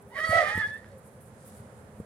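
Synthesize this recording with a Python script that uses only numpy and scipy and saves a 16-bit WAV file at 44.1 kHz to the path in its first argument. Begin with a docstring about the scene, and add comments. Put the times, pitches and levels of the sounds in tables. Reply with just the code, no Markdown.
"""A horse squeals in an open yard a few metres from a phone. Two oscillators in its throat mix, giving sum and
difference tones; a thin high overtone of the low voice stands out and breath noise fills the same throat resonances.
Hooves ring the packed earth as decaying modes, tails swish as dense grains of noise, and small ticks sound nearby.
Barn and fence return delayed copies with a diffuse tail, over country hum, light wind and faint far tones."""
import sys
import numpy as np
from scipy import signal
from scipy.fft import rfft, irfft, next_fast_len
from scipy.io import wavfile
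from scipy.ndimage import uniform_filter1d

SR = 44100
rng = np.random.default_rng(int(sys.argv[2]) if len(sys.argv) > 2 else 0)


def invert_db(x):
    """Field ratio 10**(x/20) for x, a level in decibels (scalar or array-like)."""
    u = np.asarray(x, float) / 20
    return 10 ** u


def persist_wave(psi):
    """Save psi, clipped to +-1, as 16-bit WAV."""
    counts = np.round(np.clip(psi, -1, 1) * 32767).astype(np.int16)
    wavfile.write(sys.argv[1], SR, np.atleast_2d(counts).T)


N = 90404
T = np.arange(N) / SR
SIZE = next_fast_len(N + SR)
HZ = np.arange(SIZE // 2 + 1) * SR / SIZE + 1e-3  # bin frequencies, kept above zero for logarithms

# Distant country noise. Each row: frequency in Hz, relative density in dB per Hz.
HUM_SPECTRUM = [(18, -45), (30, -16.5), (92, 2.5), (208, -5.5), (324, -14), (400, -10), (506, -6.5),
                (748, -13), (1770, -21), (2700, -32), (5610, -37), (8090, -33.5), (10500, -30.5),
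                (12000, -40.5), (15600, -43)]
# Steady notes in the hum. Each row: centre in Hz, width in Hz, rise over the hum in dB.
HUM_NOTES = [(216, 23.5, 7), (416, 14, 5.5), (523, 33, 4)]
# Left-right likeness of the hum. Each row: frequency in Hz, correlation from -1 to 1.
HUM_LIKENESS = [(60, 0.91), (130, 0.98), (290, 0.93), (640, 0.87), (1410, -0.061), (3100, 0.23),
                (6820, -0.26), (15000, -0.12)]
# Colour of the hum at the two microphone openings. Each row: frequency in Hz, left minus right in dB.
HUM_BALANCE = [(60, -5.5), (110, 0), (200, -1.5), (380, -0.5), (700, -0.5), (1290, -8.5), (2380, -7.5),
               (4400, -2), (8120, -8.5), (15000, 0)]
# Colour of the yard's sounds at the two openings. Each row: frequency in Hz, left minus right in dB.
YARD_BALANCE = [(60, -8.5), (110, 1.5), (200, 0.5), (380, 3), (700, -4.5), (1290, -5.5), (2380, -9),
                (4400, 0.5), (8120, -2.5), (15000, 4.5)]
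# Faint far tones. Each row: start in seconds, length in seconds, first and last pitch in Hz, peak in dB before waver.
FAR_TONES = [(0, .27, 402, 405, -57), (.865, .135, 650, 515, -53)]
# Small dry ticks. Each row: time in seconds, peak in dB, centre in Hz.
TICKS = [(.844, -53, 3000), (.845, -42, 1550), (.9185, -57, 4200), (.9185, -56, 8500)]
# Tail swishes. Each row: time of fullest swing in seconds, level in dB before the filters, rise in seconds,
# fall in seconds before a stretch, centre in Hz.
SWISHES = [(.025, -61.5, 0.013, 0.0071, 10260), (.09, -63.5, 0.016, 0.037, 11300),
           (.2, -55, 0.036, 0.027, 11500), (0.302, -45.5, 0.029, 0.057, 8900),
           (.74, -59, 0.0095, 0.018, 10000), (0.779, -60.5, 0.0037, .01, 9800),
           (.985, -60, 0.01, 0.013, 11170), (1.065, -59, 0.033, 0.025, 9100),
           (1.13, -66, 0.036, 0.05, 10000), (1.21, -57.5, .005, 0.029, 11100),
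           (1.27, -61, 0.022, 0.031, 9400), (1.45, -60, 0.11, 0.21, 7600),
           (1.475, -55, 0.021, 0.022, 13740), (1.58, -61, 0.053, 0.019, 10970),
           (1.5, -59.5, 0.094, 0.12, 3900), (1.802, -66.5, 0.064, 0.027, 7970),
           (1.99, -66, 0.029, .03, 10800)]
# Colour of brushing hair. Each row: frequency in Hz, gain in dB before make-up.
HAIR_COLOUR = [(3000, -8), (6000, -10), (9300, 0), (10800, -1), (12500, -7), (15600, -9)]
# Hooves on earth. Each row: start in seconds, ring peak in dB, hardness in dB per octave, scuff in dB.
HOOVES = [(0.292, -25, -4.5, -63), (0.354, -30.5, -26, -62), (.553, -31, -12, -54), (0.575, -23.5, 6, -50),
          (0.673, -38, -3.5, -63), (0.883, -40.5, -1, -68.5), (1.602, -39.5, -19, -66),
          (1.999, -28, 7, -66.5)]
# Modes of the ground under a hoof. Each row: frequency in Hz, level in dB before hardness, T60 in seconds.
EARTH_MODES = [(81, -47, 0.064), (102.2, 4.5, 0.089), (168.5, 9, 0.034), (223, -12.5, 0.015),
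               (469, -8.5, 0.03)]
# Echoes off barn and fence. Each row: delay in seconds, level in dB, lead of the left opening in seconds.
ECHOES = [(.011, -14, -.0004), (.034, -22, .0004), (.062, -27, -.0003)]
# Breath. Each row: time in seconds, level in dB before flutter.
BREATH_LEVEL = [(.1, -73), (.16, -55), (.24, -44), (.29, -43), (.34, -37.5), (.43, -39), (.55, -47),
                (.63, -49), (.78, -62), (.95, -70)]
# Resonances of the throat. Each row: frequency in Hz, gain in dB.
THROAT = [(300, 8), (480, 10.5), (660, -1), (860, -6.5), (1020, -3), (1270, 2), (1500, 3), (1720, 7),
          (1950, 10), (2250, -2), (2650, -15), (3200, -5.5), (3850, -10), (4490, -9), (5400, -13.5),
          (6800, -20), (9500, -17.5), (12000, -29), (15500, -47)]
# Low voice, before the throat. Each row: time in seconds, pitch in Hz, level in dB, roughness from 0 to 1,
# extra gain of the first order in dB, extra gain of the second order in dB.
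LOW_VOICE = [(.1, 800, -80, .15, 19, -12), (.13, 985, -64, .3, 21, -10), (.143, 830, -65, .15, 15, -12),
             (.158, 635, -51, .2, -4, -18), (.19, 625, -49, 0.45, 6, -16), (.22, 630.2, -46, 0.25, -8, -15),
             (.252, 651.3, -41.5, 0.06, -0.5, -11), (.275, 644.6, -53, 0.2, 8, 14.5),
             (.31, 636.4, -43, 0.03, 4.5, 5.5), (.345, 653.7, -36, 0.14, 8, 4.5),
             (.38, 653, -37.5, 0.09, 1, 6.5), (.4, 634.4, -38.5, 0.2, 4, 7.5),
             (.43, 605, -42.5, 0.25, 10.5, 9.5), (.46, 604, -42.5, 0.2, -4.5, 5.5),
             (.5, 603, -38.5, .2, -9, 1), (.525, 621, -43.5, 0.25, -5, 3.5),
             (.56, 630.5, -47.5, 0.54, -30, -2), (.6, 625, -50, .5, -10, 3), (.63, 619, -55, 0.35, -5, 10),
             (.66, 604, -77, 0.65, -4, 7)]
# Harmonics of the low voice. Each entry: gain of one order in dB, from the first upward.
LOW_ORDERS_DB = [0.5, 1, 2, -0.5, -4, -6, -11, -14, -10, -8, -12, -9]
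# High voice, before the throat. Each row: time in seconds, pitch in Hz, level in dB, roughness from 0 to 1,
# extra gain of the first order in dB.
HIGH_VOICE = [(.135, 1034, -75, 0.18, 0), (.15, 1077, -54, .1, 0.5), (.165, 1120, -46, 0.2, 3),
              (.19, 1163, -53.5, 0.36, 10), (.22, 1243, -55.5, 0.16, 14), (.25, 1285, -65.5, 0.42, 22),
              (.3, 679.7, -88, .4, 28), (.325, 694.8, -50, 0.3, 22.5), (.37, 680.5, -46, 0.38, 23),
              (.435, 710.4, -56, 0.26, 26.5), (.46, 743, -63, 0.55, 18.5), (.5, 817.5, -48, 0.1, 12),
              (.55, 854, -43.5, 0.06, 5), (.605, 890, -35, 0.25, -11), (.64, 838.4, -33.5, 0, -22),
              (.666, 858, -36, .04, -14), (.673, 860, -54, .1, -5), (.685, 870, -40, .08, -12),
              (.699, 860, -62, .1, -10), (.707, 858, -42.5, 0, -30), (.77, 892, -44, 0.22, -37),
              (.788, 902, -55, .2, -28), (.8, 915, -66, .3, -25), (.84, 930, -67, .3, -20),
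              (.855, 852, -70, .3, -15), (.88, 850, -62.5, 0.2, -18), (.9, 879, -79, .3, -15)]
# Harmonics of the high voice. Each entry: gain of one order in dB, from the first upward.
HIGH_ORDERS_DB = [2.5, -1, -16, -11]
# High overtone of the low voice, before the throat. Each row: time in seconds, level in dB, roughness from 0 to 1,
# gain of the line an octave below in dB.
HIGH_OVERTONE = [(.225, -75, .2, -25), (.245, -39, .15, -25), (.28, -42, .2, -25), (.325, -36, 0.1, -6),
                 (.34, -48, .2, -30), (.37, -45, .25, -25), (.42, -50, .3, -25), (.45, -70, .4, -25)]
# Alternation of strong and weak beats in the low voice. Each row: time in seconds, strength in dB.
HALVING = [(.27, -28), (.31, -8), (.34, -12), (.4, -5), (.5, -8), (.62, -5)]
# How hard the high voice pumps the low one. Each row: time in seconds, strength in dB.
MIXING = [(.12, -20), (.2, -1), (.27, -25), (.33, -29), (.4, -12), (.46, -13), (.55, -26), (.65, -2)]

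LEFT_LEAD_S = 0.00012  # the voice reaches the left opening first


def over_hz(table):
    """Interpolation on a logarithmic frequency axis: a (Hz, value) table read at every bin."""
    hz, value = np.array(table, float).T
    return np.interp(np.log(HZ), np.log(hz), value)


def over_time(table):
    """Linear interpolation in time: a (seconds, value) table read at every sample."""
    return np.interp(T, *np.array(table).T)


def shape(x, gain):
    """Linear filtering: the spectrum is multiplied by a gain per bin."""
    return irfft(rfft(x, SIZE) * gain, SIZE)[..., :N]


def unit(x):
    """Normalisation to an rms of 1."""
    return x / np.sqrt(np.mean(x ** 2))


def wobble(rate_hz):
    """Low-passed noise: a random drift of spread 1, mostly slower than rate_hz."""
    return unit(shape(rng.standard_normal(N), np.exp(-(HZ / rate_hz) ** 2)))


def ports(x, lead_s, balance):
    """Spaced receivers: two microphone openings differ in arrival time and colour."""
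    # sound bends round the phone, so the lead shrinks above 1700 Hz
    lead = lead_s / np.hypot(1, HZ / 1700)
    half = invert_db(over_hz(balance) / 2) * np.exp(1j * np.pi * HZ * lead)
    return shape(x, np.array([half, 1 / half]))


def wind():
    """Low-frequency pressure noise: light wind rumbles independently at each opening."""
    level_db, corner_hz = -73, 68.4
    return invert_db(level_db) * unit(shape(rng.standard_normal((2, N)), 1 / (1 + (HZ / corner_hz) ** 3)))


def hum():
    """Partly coherent noise: bands of country hum swell together, flicker alone and are alike in the bass."""
    level_db, swell_db, flicker_db = -50, 1, 0.5
    notes_db = sum(db * np.exp(-((HZ - hz) / width) ** 2) for hz, width, db in HUM_NOTES)
    alike = np.clip(over_hz(HUM_LIKENESS), -.9, .99)
    noise = rfft(rng.standard_normal((2, SIZE)))
    mid, side = noise * np.sqrt([1 + alike, 1 - alike]) * invert_db(over_hz(HUM_SPECTRUM) + notes_db)
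    half = invert_db(over_hz(HUM_BALANCE) / 2)
    both = np.array([(mid + side) * half, (mid - side) / half])
    swell = swell_db * wobble(1.5)
    out = 0
    for octave in np.arange(5, 14.1, .5):  # overlapping bands centred on 2 ** octave Hz
        band = np.cos(np.pi * np.clip(np.log2(HZ) - octave, -.5, .5)) ** 2
        # the flicker weakens toward the treble
        flicker = flicker_db * wobble(3.3) * np.clip((11 - octave) / 4, .3, 1)
        out = out + irfft(both * band, SIZE)[:, :N] * invert_db(swell + flicker)
    return invert_db(level_db) * unit(out)


def far_tones():
    """Frequency and amplitude modulation: faint tones glide in pitch and waver in level."""
    waver, waver_hz = .4, 40
    out = np.zeros(N)
    for s, length, first_hz, last_hz, db in FAR_TONES:
        u = np.clip((T - s) / length, 0, 1)
        hz = last_hz + (first_hz - last_hz) * (1 - u) ** 2
        envelope = (1 + waver * wobble(waver_hz)) * np.sin(np.pi * u) ** 0.22
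        out += invert_db(db) * envelope * np.sin(2 * np.pi * np.cumsum(hz) / SR)
    return out


def ticks():
    """Band-limited impulse: each tick is a short wave packet with a little grit."""
    octaves, grit = .45, .1
    out = np.zeros(N)
    for s, db, hz in TICKS:
        snap = np.exp(-2j * np.pi * HZ * s - (np.log2(HZ / hz) / octaves) ** 2)
        burst = irfft(snap, SIZE)[:N] * (1 + grit * rng.standard_normal(N))
        out += invert_db(db) * burst / np.abs(burst).max()
    return out


def tails():
    """Granular friction noise: hair strands brush past each other in dense grains, unrelated left and right."""
    strands_per_s, spread_db, octaves = 1300, -3, 0.67
    struck = rng.random((2, N)) < strands_per_s / SR
    grains = struck * invert_db(spread_db * rng.exponential(size=(2, N)))
    density = uniform_filter1d(grains, size=40) + 0.034  # a floor of noise between grains
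    hair = unit(density * rng.standard_normal((2, N)))
    out = 0
    for s, db, rise, fall, hz in SWISHES:
        swing = np.exp(-((T - s) / np.where(T < s, rise, 1.12 * fall)) ** 2)
        out = out + invert_db(db) * shape(hair * swing, np.exp(-(np.log2(HZ / hz) / octaves) ** 2))
    return shape(out, 2.24 * invert_db(over_hz(HAIR_COLOUR)))


def hooves():
    """Modal impact: each step rings the ground, harder steps in its upper modes, and scuffs a little dust."""
    dust_hz, onset_s = 9500, 0.0024
    dust = unit(shape(rng.standard_normal(N), np.exp(-np.log2(HZ / dust_hz) ** 2 / .2)))
    out = np.zeros(N)
    for s, db, hard_db, scuff_db in HOOVES:
        u = np.maximum(T - s, 0)
        ring = np.zeros(N)
        for hz, mode_db, t60 in EARTH_MODES:
            gain = invert_db(mode_db + hard_db * np.log2(hz / EARTH_MODES[1][0]))  # tilted about the second mode
            ring += gain * np.sin(2 * np.pi * hz * u) * 1000. 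** (-u / t60)
        ring *= 1 - np.exp(-(u / onset_s) ** 2)
        scuff = dust * np.exp(-((T - s - .005) / .008) ** 2)
        out += invert_db(db) * ring / np.abs(ring).max() + invert_db(scuff_db) * scuff
    return out


def breath():
    """Turbulent flow noise: air rushes through the throat, scattered by the yard so that the sides partly differ."""
    tilt_db_per_octave, side_gain, side_low_hz = 3.5, .7, 600
    tilt = (HZ / 1000) ** (tilt_db_per_octave / np.log10(4) / 10)
    mid, side = unit(shape(rng.standard_normal((2, N)), tilt * invert_db(over_hz(THROAT))))
    level_db = np.interp(T, *np.array(BREATH_LEVEL).T, left=-120, right=-120)
    size = invert_db(level_db + 2.06 * wobble(26))
    spread = shape(side * size, 1 / (1 + (side_low_hz / HZ) ** 4))
    direct = ports(mid * size, LEFT_LEAD_S, YARD_BALANCE)
    return direct + side_gain * ports(spread, 0, YARD_BALANCE) * [[1], [-1]]


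def oscillator(table, orders_db):
    """Fourier series of an oscillator: roughness shakes pitch and the size of each order."""
    flutter_hz, jitter = 118, 0.0066  # speed of the roughness; pitch scatter at full roughness
    rougher_per_order = .04  # above the third order
    times, *columns = np.array(table, float).T
    hz, db, rough, *shift_db = (np.interp(T, times, column) for column in columns)
    rough = np.clip(rough, 0, 1)
    sounding = (T > times[0]) & (T < times[-1])
    phase = 2 * np.pi * np.cumsum(hz * (1 + jitter * rough * wobble(flutter_hz))) / SR
    out = 0
    for k, order_db in enumerate(orders_db):
        r = np.clip(rough + rougher_per_order * max(k - 2, 0) * (rough > .09), 0, 1)
        # a steady part gives way to a randomly turning one
        shake = np.sqrt(1 - r) + np.sqrt(r / 2) * (wobble(flutter_hz) + 1j * wobble(flutter_hz))
        own_db = shift_db[k] if k < len(shift_db) else 0
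        out = out + invert_db(order_db + own_db) * np.real(shake * np.exp(1j * (k + 1) * phase))
    return np.sqrt(2) * sounding * invert_db(db) * out, phase


def high_overtone():
    """Harmonic pair: a thin line near 4490 Hz, a high overtone of the low voice, with a weaker one an octave below."""
    lower_hz = 2243
    rows = [(s, lower_hz, *rest) for s, *rest in HIGH_OVERTONE]
    return oscillator(rows, [0, 0])[0]


def halved_beats(low, phase):
    """Period doubling: alternating strong and weak beats add lines halfway between the upper orders."""
    low_hz = 2300  # the added lines are heard above this
    alternating = 2 * low * invert_db(over_time(HALVING)) * np.cos(phase / 2)
    return shape(alternating, 1 / (1 + (low_hz / HZ) ** 8))


def mixing_tones(low, phase):
    """Amplitude modulation: the high voice pumps the low one, making sum and difference tones."""
    low_hz = 1040  # the tones radiate above this
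    pump = invert_db(over_time(MIXING)) * (np.cos(phase) + 0.98 * np.cos(2 * phase))
    return shape(2 * low * pump, 1 / (1 + (low_hz / HZ) ** 4))


def squeal():
    """Source and filter: both voices, their mixing and the high overtone pass through the throat resonances."""
    low, low_phase = oscillator(LOW_VOICE, LOW_ORDERS_DB)
    overtone = high_overtone()
    high, high_phase = oscillator(HIGH_VOICE, HIGH_ORDERS_DB)
    source = low + halved_beats(low, low_phase) + mixing_tones(low, high_phase) + high + overtone
    return shape(source, invert_db(over_hz(THROAT)))


def diffuse(t60, start):
    """Exponential decay: spectrum of a noise tail of unit energy, unrelated left and right."""
    u = T[:SR // 2]
    tail = rng.standard_normal((2, len(u))) * 1000. ** (-u / t60) * (u > start)
    return rfft(tail / np.sqrt(np.sum(tail ** 2, axis=1, keepdims=True)), SIZE)


def reflections(voice):
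    """Delay and scattering: discrete echoes off barn and fence, then diffuse tails."""
    out = 0
    for delay, db, lead in ECHOES:
        late = shape(voice, np.exp(-2j * np.pi * HZ * delay))
        out = out + invert_db(db) * ports(late, lead, YARD_BALANCE)
    # scatter off the two bodies and the ground, weak in the bass
    close = invert_db(-2) * diffuse(.05, 0.0014) / (1 + (900 / HZ) ** 2)
    yard = invert_db(-17) * diffuse(0.25, 0.016)
    return out + shape(ports(voice, 0, YARD_BALANCE), close + yard)


def scene():
    """Superposition: direct sounds, reflections of the voice and the background add linearly."""
    voice = squeal()
    near = hooves() + ticks() + far_tones()
    direct = ports(voice, LEFT_LEAD_S, YARD_BALANCE) + ports(near, 0, YARD_BALANCE)
    return direct + reflections(voice) + breath() + tails() + hum() + wind()


def top_cut(x):
    """Nothing passes above the cut-off."""
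    return signal.sosfilt(signal.butter(12, 15700, fs=SR, output="sos"), x)


def record(dry):
    """Saturation and high-pass filtering: the phone rounds the loudest peaks and cuts the deepest bass."""
    ceiling, bass_cut_hz = 0.38, 50  # ceiling as a share of full scale
    rounded = ceiling * np.tanh(dry / ceiling)
    mix = shape(rounded, 1 / (1 + (bass_cut_hz / HZ) ** 6))
    return top_cut(mix)


dry = scene()
out = record(dry)
persist_wave(out)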